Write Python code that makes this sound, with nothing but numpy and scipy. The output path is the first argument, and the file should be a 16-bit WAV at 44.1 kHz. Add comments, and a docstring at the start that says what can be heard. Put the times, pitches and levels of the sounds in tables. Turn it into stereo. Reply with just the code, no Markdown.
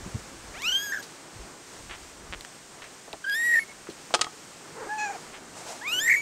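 """On a wooden deck, close to a stereo microphone: first paw thuds, and gusts rumbling mostly on the left port.
A very young kitten mews (harmonics of a wavering pitch that breaks towards a whistle), then boards creak in pulses.
A second mew has faint squeaks about it; a hard object is knocked and rattles back, cracking and ringing.
Croaks surround a low third mew, fur (coloured noise) brushes close by, and a fourth, strained mew follows.
Throughout, noise makes the murmur and leaf hiss of trees all round, with a faint thin whine."""
import sys
import numpy as np
from scipy import signal
from scipy.fft import rfft, irfft, next_fast_len
from scipy.io import wavfile
from scipy.ndimage import map_coordinates

SR = 44100
rng = np.random.default_rng(int(sys.argv[2]) if len(sys.argv) > 2 else 0)


def log_audio(samples):
    """Write samples as a 16-bit WAV file to the path given in sys.argv[1]."""
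    # one column per channel
    frames = np.atleast_2d(samples).T
    # limit to full scale, then quantise
    limited = np.clip(frames, -1, 1)
    pcm = np.round(limited * 32767).astype(np.int16)
    wavfile.write(sys.argv[1], SR, pcm)


N = 273861
TIME = np.arange(N) / SR
TOP_HZ = 15750  # upper band limit

# Mews: (time [s], pitch before any leap [Hz], effort before mouth and break gains [dB])
FIRST_MEW = [(0.537, 520, -50.5), (0.611, 990, -53), (0.65, 1270, -44), (0.697, 1506, -42),
             (0.708, 1410, -44), (0.727, 1583, -40.5), (0.739, 1516, -44), (0.754, 1586, -43.5),
             (0.84, 1677, -43), (0.935, 1572, -47.5), (1.015, 1377, -52.5)]
SECOND_MEW = [(3.259, 1569, -39), (3.296, 1653, -32), (3.327, 1622, -31.5), (3.365, 1835, -32.5),
              (3.47, 1918, -31.5), (3.56, 1821, -32.5), (3.588, 1800, -34.5), (3.598, 1807, -39),
              (3.645, 1780, -46)]
THIRD_MEW = [(4.886, 818, -41), (4.93, 858, -35), (4.975, 856, -38), (4.99, 850, -35),
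             (5.045, 849.6, -35.5), (5.081, 780, -41), (5.104, 726, -46), (5.172, 693, -48.5)]
FOURTH_MEW = [(5.81, 770, -41), (5.832, 936, -50), (5.878, 1202, -44), (5.913, 1296, -46.5),
              (5.931, 1441, -43), (5.985, 1500, -43), (6.02, 1773, -37), (6.062, 1850, -37.5),
              (6.16, 1860, -44), (6.215, 1860, -53)]
# Mouth colour on harmonics from the third up, one per mew: (frequency [Hz], relative level [dB])
OPEN_MOUTH = [(2000, 26), (3000, 12), (4100, 6.5), (4750, -6), (5200, 5), (6700, 0), (7600, -1),
              (9000, -23), (11500, -18), (13300, -4.5), (15000, -37)]
WIDE_MOUTH = [(5000, 0.5), (5700, -15), (6500, -21), (7500, 5.5), (8500, -18), (9600, -9), (11400, -5.5),
              (12900, -13), (14200, -41)]
HALF_SHUT_MOUTH = [(1500, -10), (2500, 7), (3300, -4), (4400, -6.5), (6000, -10.5), (7200, -0.5),
                   (7900, -39), (14000, -51)]
STRAINED_MOUTH = [(3600, 16), (4400, -12), (5100, 4), (5500, -16), (6000, 0), (7300, 3.5), (8700, -12.5),
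                  (11000, -22.5), (12700, 2.5), (14300, -33)]
# Jaw opening and closing, a row a mew; times from its start: (widest [s], closing time [s],
# resonance shut [Hz], resonance wide [Hz], lips part [s], overtone dulling before that [dB])
JAWS = [(0.19, 0.2, 1890, 3400, 0.19, -1.5), (0.094, 0.22, 2145, 3190, 0.061, 10),
        (0.08, 0.101, 1564, 1980, 0.093, 22), (0.16, 0.12, 2034, 3247, 0.064, 15)]
# Break of the voice, a row a mew; times from its start: (cracks [s], strain builds for [s], settles [s],
# strain while cracked [0-1], flip rate [1/s], pitch leap [share], whistle gain on first harmonic [dB],
# surge in mid-flip [dB], level flutter [dB])
VOICE_BREAKS = [(.379, 0.00874, .459, 0.5, 220, .18, 0, 10, 2),
                (.23, 0.065, .336, 0.1, 260, .225, -9, 6, 6), (.175, .07, .29, 0.6, 80, .19, 6, -1.5, 9),
                (.24, .075, .356, .43, 300, .225, 2, 0.5, 5.5)]
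# Tone and place, a row a mew: (second harmonic [dB], higher overtones [dB], odd overtones [dB],
# rasp before strain [dB], hoarseness [share], left minus right below the treble lean [dB], left lead [ms])
VOICES = [(-3.5, 5, -6, -25, 0.039, -4.5, 0.016), (-19, -2, 2.5, -21.5, 0.0074, -7.5, -0.059),
          (-21, 4, 6, -21, 0.068, 5, 0.14), (-6, 7, -6, -25, 0.026, -4.5, 0.025)]
# Squeaks and croaks, mouth nearly shut: (time [s], length [s], mean pitch [Hz],
# first harmonic before swell and pan [dB], roughness [share], slope [dB per harmonic])
CROAKS = [(3.241, 0.019, 1577, -32.5, 0.03, -12), (3.681, 0.048, 2180, -48, 0.02, -17),
          (4.744, 0.11, 461, -43.5, .11, -3.5), (4.823, .075, 421.5, -42, .15, -2.5),
          (5.031, 0.17, 411, -50.5, 0.16, -1)]
# Soft blows on the deck: (time [s], frequency [Hz], level before board and scuff gains [dB],
# board t60 [s], left minus right [dB])
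THUDS = [(0.058, 180, -24.5, 0.028, 22.5), (0.143, 110, -20.5, 0.055, 25.5), (0.146, 216, -30.5, 0.057, 18),
         (1.357, 94, -30, 0.05, 32), (3.133, 670, -22.5, 0.012, 4.5), (3.888, 380, -23, 0.014, 2),
         (4.722, 170, -39, 0.033, 2), (5.208, 166, -40, 0.053, 4)]
# Ticks and scuffs of claws and mouth: (time [s], level before pan [dB], centre [Hz], t60 [s])
TICKS = [(0.6207, -29.5, 5500, .008), (1.026, -42, 5350, 0.18), (2.409, -31.5, 4560, 0.011),
         (2.449, -26.5, 2220, 0.0062), (2.841, -43, 2300, 0.14), (3.076, -45, 654, 0.2),
         (3.13, -32.5, 3400, 0.019), (3.297, -27.5, 5500, 0.0077), (3.87, -41, 1470, 0.074),
         (3.898, -45, 4100, 0.12), (4.106, -38, 860, 0.067)]
# Fur brushing close by: (time [s], level before flutter [dB])
FUR = [(5.42, -67), (5.57, -46), (5.68, -38), (5.76, -40), (5.82, -49)]
# Colour of the brushing: (frequency [Hz], relative level [dB])
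FUR_COLOUR = [(200, -20), (700, 10.5), (1200, -1), (3000, -6), (7500, -1), (15500, -28)]
# Contacts of the knocked object: (time [s], crack [dB], ring [dB], brightness [dB per octave])
KNOCKS = [(4.1399, -8.5, -20.5, 0), (4.1459, -11, -19.5, 3.5), (4.1509, -12.5, -16, 1.5),
          (4.1926, -27, -28, -5.5), (4.212, -12.5, -20, 3), (4.2152, -9.5, -39, 3), (4.2439, -24, -29.5, 0),
          (4.268, -40, -32, -9)]
# Modes of the knocked object: (frequency [Hz], mean relative level [dB], t60 [s])
RING_MODES = [(356, -16.5, 0.067), (455, -20, 0.13), (746, -11, 0.086), (850, -9.5, 0.072),
              (1165, -3.5, 0.031), (1261, -3.5, 0.11), (1860, -12, .04), (3245, -14, 0.088),
              (4660, -22, 0.021), (5330, -11, 0.068)]
# Colour of the crack before each contact's brightness: (frequency [Hz], relative level [dB])
CRACK_COLOUR = [(150, -24), (450, 0), (1000, -0.5), (4500, 2.5), (9000, -13), (10500, -41), (15000, -38)]
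# Board creaks: (time [s], length [s], slip rate [1/s], pulse level before pressure, chance and pan [dB])
CREAKS = [(1.897, 0.064, 360, -26), (2.326, 0.026, 180, -16.5), (2.819, 0.017, 400, -28),
          (5.33, 0.056, 390, -30.5)]
# Colour of one slip: (frequency [Hz], relative level [dB])
SLIP_COLOUR = [(200, -10), (900, -6), (1900, -2.5), (3200, -5.5), (4500, -17.5), (15000, -70)]
# Gusts on the microphone ports: (peak time [s], level before port gain [dB], half length to 1/e [s])
GUSTS = [(0.03, -41, 0.074), (.18, -48, 0.059), (0.476, -50.5, 0.22), (1.407, -48, 0.055),
         (1.855, -51.5, .06), (2.074, -55, 0.2), (2.333, -46.5, 0.071)]
# Colour of the wind rumble: (frequency [Hz], relative level [dB])
RUMBLE_COLOUR = [(20, -7), (50, 8.5), (90, 0.5), (300, -18), (600, -62)]
# Trees all round: (time [s], murmur before sway [dB], hiss before sway and make-up gain [dB])
TREES = [(0.0, -46.5, -47.5), (3.23, -52.5, -50), (5.1, -48, -48), (5.52, -48, -48.5), (6.21, -47, -48)]
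# Colour of the open air: (frequency [Hz], relative level [dB])
AIR_COLOUR = [(60, -18.5), (150, -2.5), (220, -4), (350, -0.5), (520, -4.5), (1700, -6), (3700, -10),
              (7200, -7), (8500, -10.5), (10500, -21), (15600, -29)]
# Spread of the open air: (frequency [Hz], left-right likeness [-1 to 1])
AIR_LIKENESS = [(300, 0.97), (1400, 0.53), (6000, 0)]
# Lean of the open air: (frequency [Hz], left minus right [dB])
AIR_LEAN = [(700, 0), (2200, -2), (8100, -3), (13000, -1.5)]

EDGE_S, LIPS_S = .008, 0.012  # voice fades in or out; lips part
MOUTH_Q, MOUTH_STEEP = 10.1, 1.275  # sharpness of the mouth resonance and of its skirts
CALM_STRAIN, WHISTLE_STRAIN = 0.037, 0.92  # 0 clean, 0.5 breaking, 1 whistle
CRACK_DULL_DB = 2.5  # overtones lost when the voice is fully broken
WHISTLE_SECOND_DB = -12  # the whistle's octave, relative to the effort
KNOCK_LAG_MS = 0.11  # the object lies to the right: the left port hears it later
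CALM_DB = -69.5  # air between gusts, before port gain


def amp(db):
    """Decibels to gain."""
    return 10 ** (np.asarray(db) / 20)


def unit(x):
    """Scale to rms 1."""
    return x / np.sqrt(np.mean(x ** 2) + 1e-20)


def along(points, hz):
    """Read (frequency, value) points on a log frequency axis."""
    f, v = np.transpose(points)
    return np.interp(np.log(hz + 1), np.log(f + 1), v)


def curves(rows, t=TIME):
    """Read each column after the time at times t."""
    s, *cols = np.transpose(rows)
    return [np.interp(t, s, c) for c in cols]


def wobble(rate, size=N):
    """A smooth random curve, rate knots a second."""
    knots = rng.standard_normal(size // 8 + 4)
    return map_coordinates(knots, [np.arange(size) * rate / SR], mode="mirror")


def filtered(x, response):
    """Multiply the spectrum of x by a response of frequency."""
    size = x.shape[-1]
    m = next_fast_len(size + 4096)
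    return irfft(rfft(x, m) * response(np.fft.rfftfreq(m, 1 / SR)), m)[..., :size]


def noise(spectrum, size=N):
    """Coloured noise of rms 1."""
    return unit(filtered(rng.standard_normal(size), lambda hz: amp(along(spectrum, hz))))


def panned(x, left_db):
    """A left-right pair with a level difference."""
    return np.array([x * amp(left_db / 2), x * amp(-left_db / 2)])


def add(out, s, sound):
    """Mix a stereo sound in at time s."""
    part = out[:, max(round(s * SR), 0):][:, :sound.shape[1]]
    part += sound[:, :part.shape[1]]


def kitten():
    """Two thin, high mews, a lower croaky one with the mouth half shut, and a last strained one."""
    out = np.zeros((2, N))
    mews = [FIRST_MEW, SECOND_MEW, THIRD_MEW, FOURTH_MEW]
    mouths = [OPEN_MOUTH, WIDE_MOUTH, HALF_SHUT_MOUTH, STRAINED_MOUTH]
    for rows, *manner in zip(mews, JAWS, VOICE_BREAKS, VOICES, mouths):
        add(out, rows[0][0], mew(rows, *manner))
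    return out


def mew(rows, jaw, voice_break, tone, mouth):
    """Vocal-fold harmonics through a moving jaw resonance; strain flips the folds between two registers."""
    widest_s, closing_s, shut_hz, wide_hz, lips_s, dull_db = jaw
    crack_s, build_s, settle_s, cracked, flip_rate, leap, whistle_db, surge_db, flutter_db = voice_break
    second_db, high_db, odd_db, rasp_db, hoarse, left_db, lead_ms = tone
    t = np.arange(0, rows[-1][0] - rows[0][0], 1 / SR)
    size = len(t)
    chest_hz, effort_db = curves(rows, t + rows[0][0])

    resonance_hz = np.interp(t, [0, widest_s, widest_s + closing_s], [shut_hz, wide_hz, shut_hz])
    lips_shut = np.clip(.5 - (t - lips_s) / LIPS_S, 0, 1)
    overtones = amp(effort_db + high_db - dull_db * lips_shut)

    # strain near one half leaves the voice most unsteady
    strain_times = [crack_s, crack_s + build_s, settle_s - EDGE_S, settle_s]
    strain = np.interp(t, strain_times, [CALM_STRAIN, cracked, cracked, WHISTLE_STRAIN])
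    unsteady = np.sqrt(np.clip(strain * (1 - strain), 0, 1))
    may_flip = np.clip((t - crack_s) / .004, 0, 1)
    register_pull = 2.2 * (strain - .5) / (unsteady + .2)
    register_chance = 2.6 * unsteady * wobble(flip_rate, size)
    whistle = may_flip * (.5 + .5 * np.tanh(register_pull + register_chance))
    flipping = 4 * whistle * (1 - whistle)  # peaks midway between the registers
    broken = may_flip * (2 * unsteady) ** 2
    shake_db = flutter_db * broken * np.tanh(2 * wobble(flip_rate, size))

    break_db = whistle_db * whistle + surge_db * flipping + shake_db
    first = amp(effort_db + mouth_db(chest_hz, resonance_hz) + break_db)
    second = amp(effort_db + mouth_db(2 * chest_hz, resonance_hz) + second_db)
    second = second + amp(effort_db + WHISTLE_SECOND_DB) * whistle

    jitter = .0055 * wobble(130, size) + .0065 * wobble(900, size)
    hoarseness = hoarse * unsteady * wobble(1200, size)
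    pitch = chest_hz * (1 + leap * whistle) * (1 + jitter + hoarseness)
    phase = 2 * np.pi * np.cumsum(pitch) / SR

    k = np.arange(1, 17)[:, None]  # harmonic numbers
    upper_hz = k[2:] * pitch
    # the shape of the fold's pulse sets the odd overtones apart
    upper = amp(along(mouth, upper_hz) + odd_db * (k[2:] % 2)) * (upper_hz < TOP_HZ)
    upper = upper / np.linalg.norm(upper, axis=0) * overtones * amp(-CRACK_DULL_DB * broken)
    gains = np.vstack([first, second, upper])
    # flutter grows up to the sixth harmonic
    shimmer = amp(.3 * np.minimum(k, 6) * np.array([wobble(300, size) for _ in k]))
    voice = np.sqrt(2) * np.sum(gains * shimmer * np.sin(k * phase), axis=0)

    # air rushes through the folds once a cycle, more so while they are unsteady
    rush_colour = [(1200, -22), (1900, 0), (2400, 9), (3200, -8)] + [p for p in mouth if p[0] > 4000]
    rush = noise(rush_colour, size) * (1 + np.cos(phase))
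    rush_level = np.sqrt(np.linalg.norm(gains, axis=0) * overtones)
    voice = voice + amp(rasp_db) * (1 + 2 * unsteady) * rush_level * rush
    voice = voice * np.clip(np.minimum(t, t[-1] - t) / EDGE_S, 0, 1)

    def ports(hz):
        """One port hears the voice first; the topmost treble leans left."""
        lean_db = left_db + along([(7000, 1), (9800, -2.5), (13000, 13.5)], hz)
        lead = np.exp(1j * np.pi * hz * lead_ms / 1000 * np.array([[1], [-1]]))
        return lead * panned(0.97, lean_db)

    return filtered(voice, ports)


def mouth_db(hz, centre_hz):
    """Gain of the mouth's lowest resonance."""
    x = hz / centre_hz
    return -10 * MOUTH_STEEP * np.log10((1 - x ** 2) ** 2 + (x / MOUTH_Q) ** 2)


def croaks():
    """Squeaks about the second mew, croaks round the third: a few harmonics of an unsteady pitch."""
    out, k = np.zeros((2, N)), np.arange(1, 5)[:, None]
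    for s, length, hz, db, rough, tilt_db in CROAKS:
        size = round(length * SR)
        unsteady = rough * (wobble(70, size) + wobble(900.5, size))
        phase = 2 * np.pi * np.cumsum(hz * (1 + unsteady)) / SR
        swell = np.sqrt(np.abs(np.sin(np.pi * np.arange(size) / size))) * amp(2.4 * wobble(115, size))
        harmonics = np.sum(amp(db + tilt_db * (k - 1)) * np.sin(k * phase), axis=0)
        add(out, s, panned(np.sqrt(2) * swell * harmonics, 3.4))
    return out


def paws():
    """Dull thuds: each blow sounds a quickly damped board tone and a little scuff."""
    out, t = np.zeros((2, N)), np.arange(SR // 4) / SR
    for s, hz, db, t60, left_db in THUDS:
        swell = (1 - np.exp(-t * hz)) ** 2
        board = amp(7.0 - 60 * t / t60) * np.sin(2 * np.pi * hz * t)
        scuff_colour = [(hz / 4, -12), (hz, 0), (hz * 8, -45), (hz * 20, -80)]
        scuff = amp(-8 - 60 * t / 0.076) * noise(scuff_colour, len(t))
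        add(out, s, panned(amp(db) * swell * (board + scuff), left_db))
    return out


def ticks():
    """Ticks and scuffs of claws and mouth: decaying noise about a centre frequency, leaning right."""
    out, t = np.zeros((2, N)), np.arange(SR // 4) / SR
    for s, db, hz, t60 in TICKS:
        tick = noise([(hz / 6, -18), (hz, 0), (hz * 3, -22), (hz * 8, -40)], len(t))
        add(out, s, panned(amp(db - 60 * t / t60) * tick, -6.0))
    return out


def fur():
    """A soft rustle, noise separate at each port, as the kitten turns right by the microphone."""
    level_db = curves(FUR)[0] + 2.0 * wobble(40)
    rustle = np.array([noise(FUR_COLOUR), noise(FUR_COLOUR)])
    return rustle * amp(level_db) * (TIME > FUR[0][0]) * (TIME < FUR[-1][0])


def knock():
    """A hard object strikes, rocks and falls back; contacts push the air, crack and ring the same modes."""
    out, t = np.zeros((2, N)), np.arange(SR // 4) / SR
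    hz, mode_db, t60 = np.transpose(RING_MODES)[:, :, None]
    contact = (t - .0004) / 0.00014
    push = -contact * np.exp(-contact ** 2 / 2)
    attack = 1 - np.exp(-t / 0.00019)
    decay = amp(-60 * t / 0.018) + amp(-16.5) * amp(-60 * t / 0.08)
    for s, crack_db, ring_db, tilt_db in KNOCKS:
        colour = [(f, db + tilt_db * np.log2(f / 2000)) for f, db in CRACK_COLOUR]
        shared = noise(colour, len(t))  # the part common to both ports
        crack = unit(np.array([shared + noise(colour, len(t)) for _ in range(2)]))
        strengths = amp(mode_db + rng.normal(0, 3.6, hz.shape) - 60 * t / t60)
        start_phase = rng.normal(0, 0.62, (2, len(hz), 1))
        ring = np.sum(strengths * np.sin(2 * np.pi * hz * t + start_phase), axis=1)
        blow = amp(crack_db) * (crack * decay + amp(-4.5) * push)
        add(out, s, (blow + amp(ring_db) * ring) * attack)
    sides = np.array([[-1], [1]])
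    return filtered(out, lambda hz: np.exp(1j * np.pi * hz * KNOCK_LAG_MS / 1000 * sides))


def creaks():
    """Short runs of stick and slip that swell and ease off, each slip one dry pulse."""
    slips = np.zeros(N)
    for s, length, rate, db in CREAKS:
        times = np.arange(0, length, 1 / rate)
        chance = rng.standard_normal((64, 2))[:len(times)]
        pressure_db = np.interp(times / length, [0, .25, 1], [-4, 0, -7])
        slip_times = s + times + chance[:, 0] * .14 / rate
        slips[np.round(slip_times * SR).astype(int)] = amp(db + pressure_db + 2 * chance[:, 1])

    def pulse(hz):
        """Spectrum of one slip, turned a quarter cycle."""
        gain = amp(along(SLIP_COLOUR, hz))
        return 1j * gain / np.mean(gain)

    return panned(filtered(slips, pulse), -3.0)


def deck(x):
    """The boards and nearby posts give a short answer: a decaying noise tail."""
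    t = np.arange(SR // 4) / SR
    tail = rng.standard_normal((2, len(t))) * amp(-60 * t / 0.19) * (t > .004)
    return signal.fftconvolve(x, tail / np.linalg.norm(tail[0]), axes=1)[:, :N]


def trees():
    """A low murmur much alike at both ports and a wide hiss of leaves, both swaying."""
    murmur_db, hiss_db = curves(TREES)

    def spread(hz):
        """Mid and side gains that give the likeness at each frequency."""
        turn = np.arccos(np.clip(along(AIR_LIKENESS, hz), -1, 1)) / 2
        return np.array([np.cos(turn), np.sin(turn)]) / np.cos(turn)

    mid, side = filtered(np.array([noise(AIR_COLOUR), noise(AIR_COLOUR)]), spread)
    air = filtered(np.array([mid + side, mid - side]), lambda hz: panned(1, along(AIR_LEAN, hz)))
    low = filtered(air, lambda hz: 1 / (1 + (hz / 1600) ** 4))
    murmur = unit(low) * amp(murmur_db + 1.2 * wobble(12))
    hiss = unit(air - low) * amp(hiss_db + 1.5 + 0.96 * wobble(6.3))
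    return murmur + hiss


def whine():
    """A faint thin whine: a narrow band of noise, separate at each port."""
    band = lambda hz: 1 / (1 + ((hz - 8270) / 70) ** 2)
    return amp(-58.5) * np.array([unit(filtered(rng.standard_normal(N), band)) for _ in range(2)])


def breeze():
    """Each gust swells and fades; its eddies buffet each port on its own, the left one most."""
    eddies = np.array([unit(noise(RUMBLE_COLOUR) * amp(3.7 * wobble(5.11))) for _ in range(2)])
    gusts = sum(amp(db) * np.exp(-((TIME - s) / half) ** 2) for s, db, half in GUSTS)
    return eddies * (amp(CALM_DB) + gusts) * amp([[4], [-6]])  # port gains, left and right


def scene():
    """The near sounds, their faint answer from the deck, and the open air."""
    near = kitten() + croaks() + knock() + paws() + ticks() + creaks()
    echo = amp(-22) * deck(near)
    return near + echo + trees() + whine() + breeze() + fur()


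def record(dry):
    """The microphone chain passes nothing above its band limit."""
    return filtered(dry, lambda hz: hz < TOP_HZ)


dry = scene()
out = record(dry)
log_audio(out)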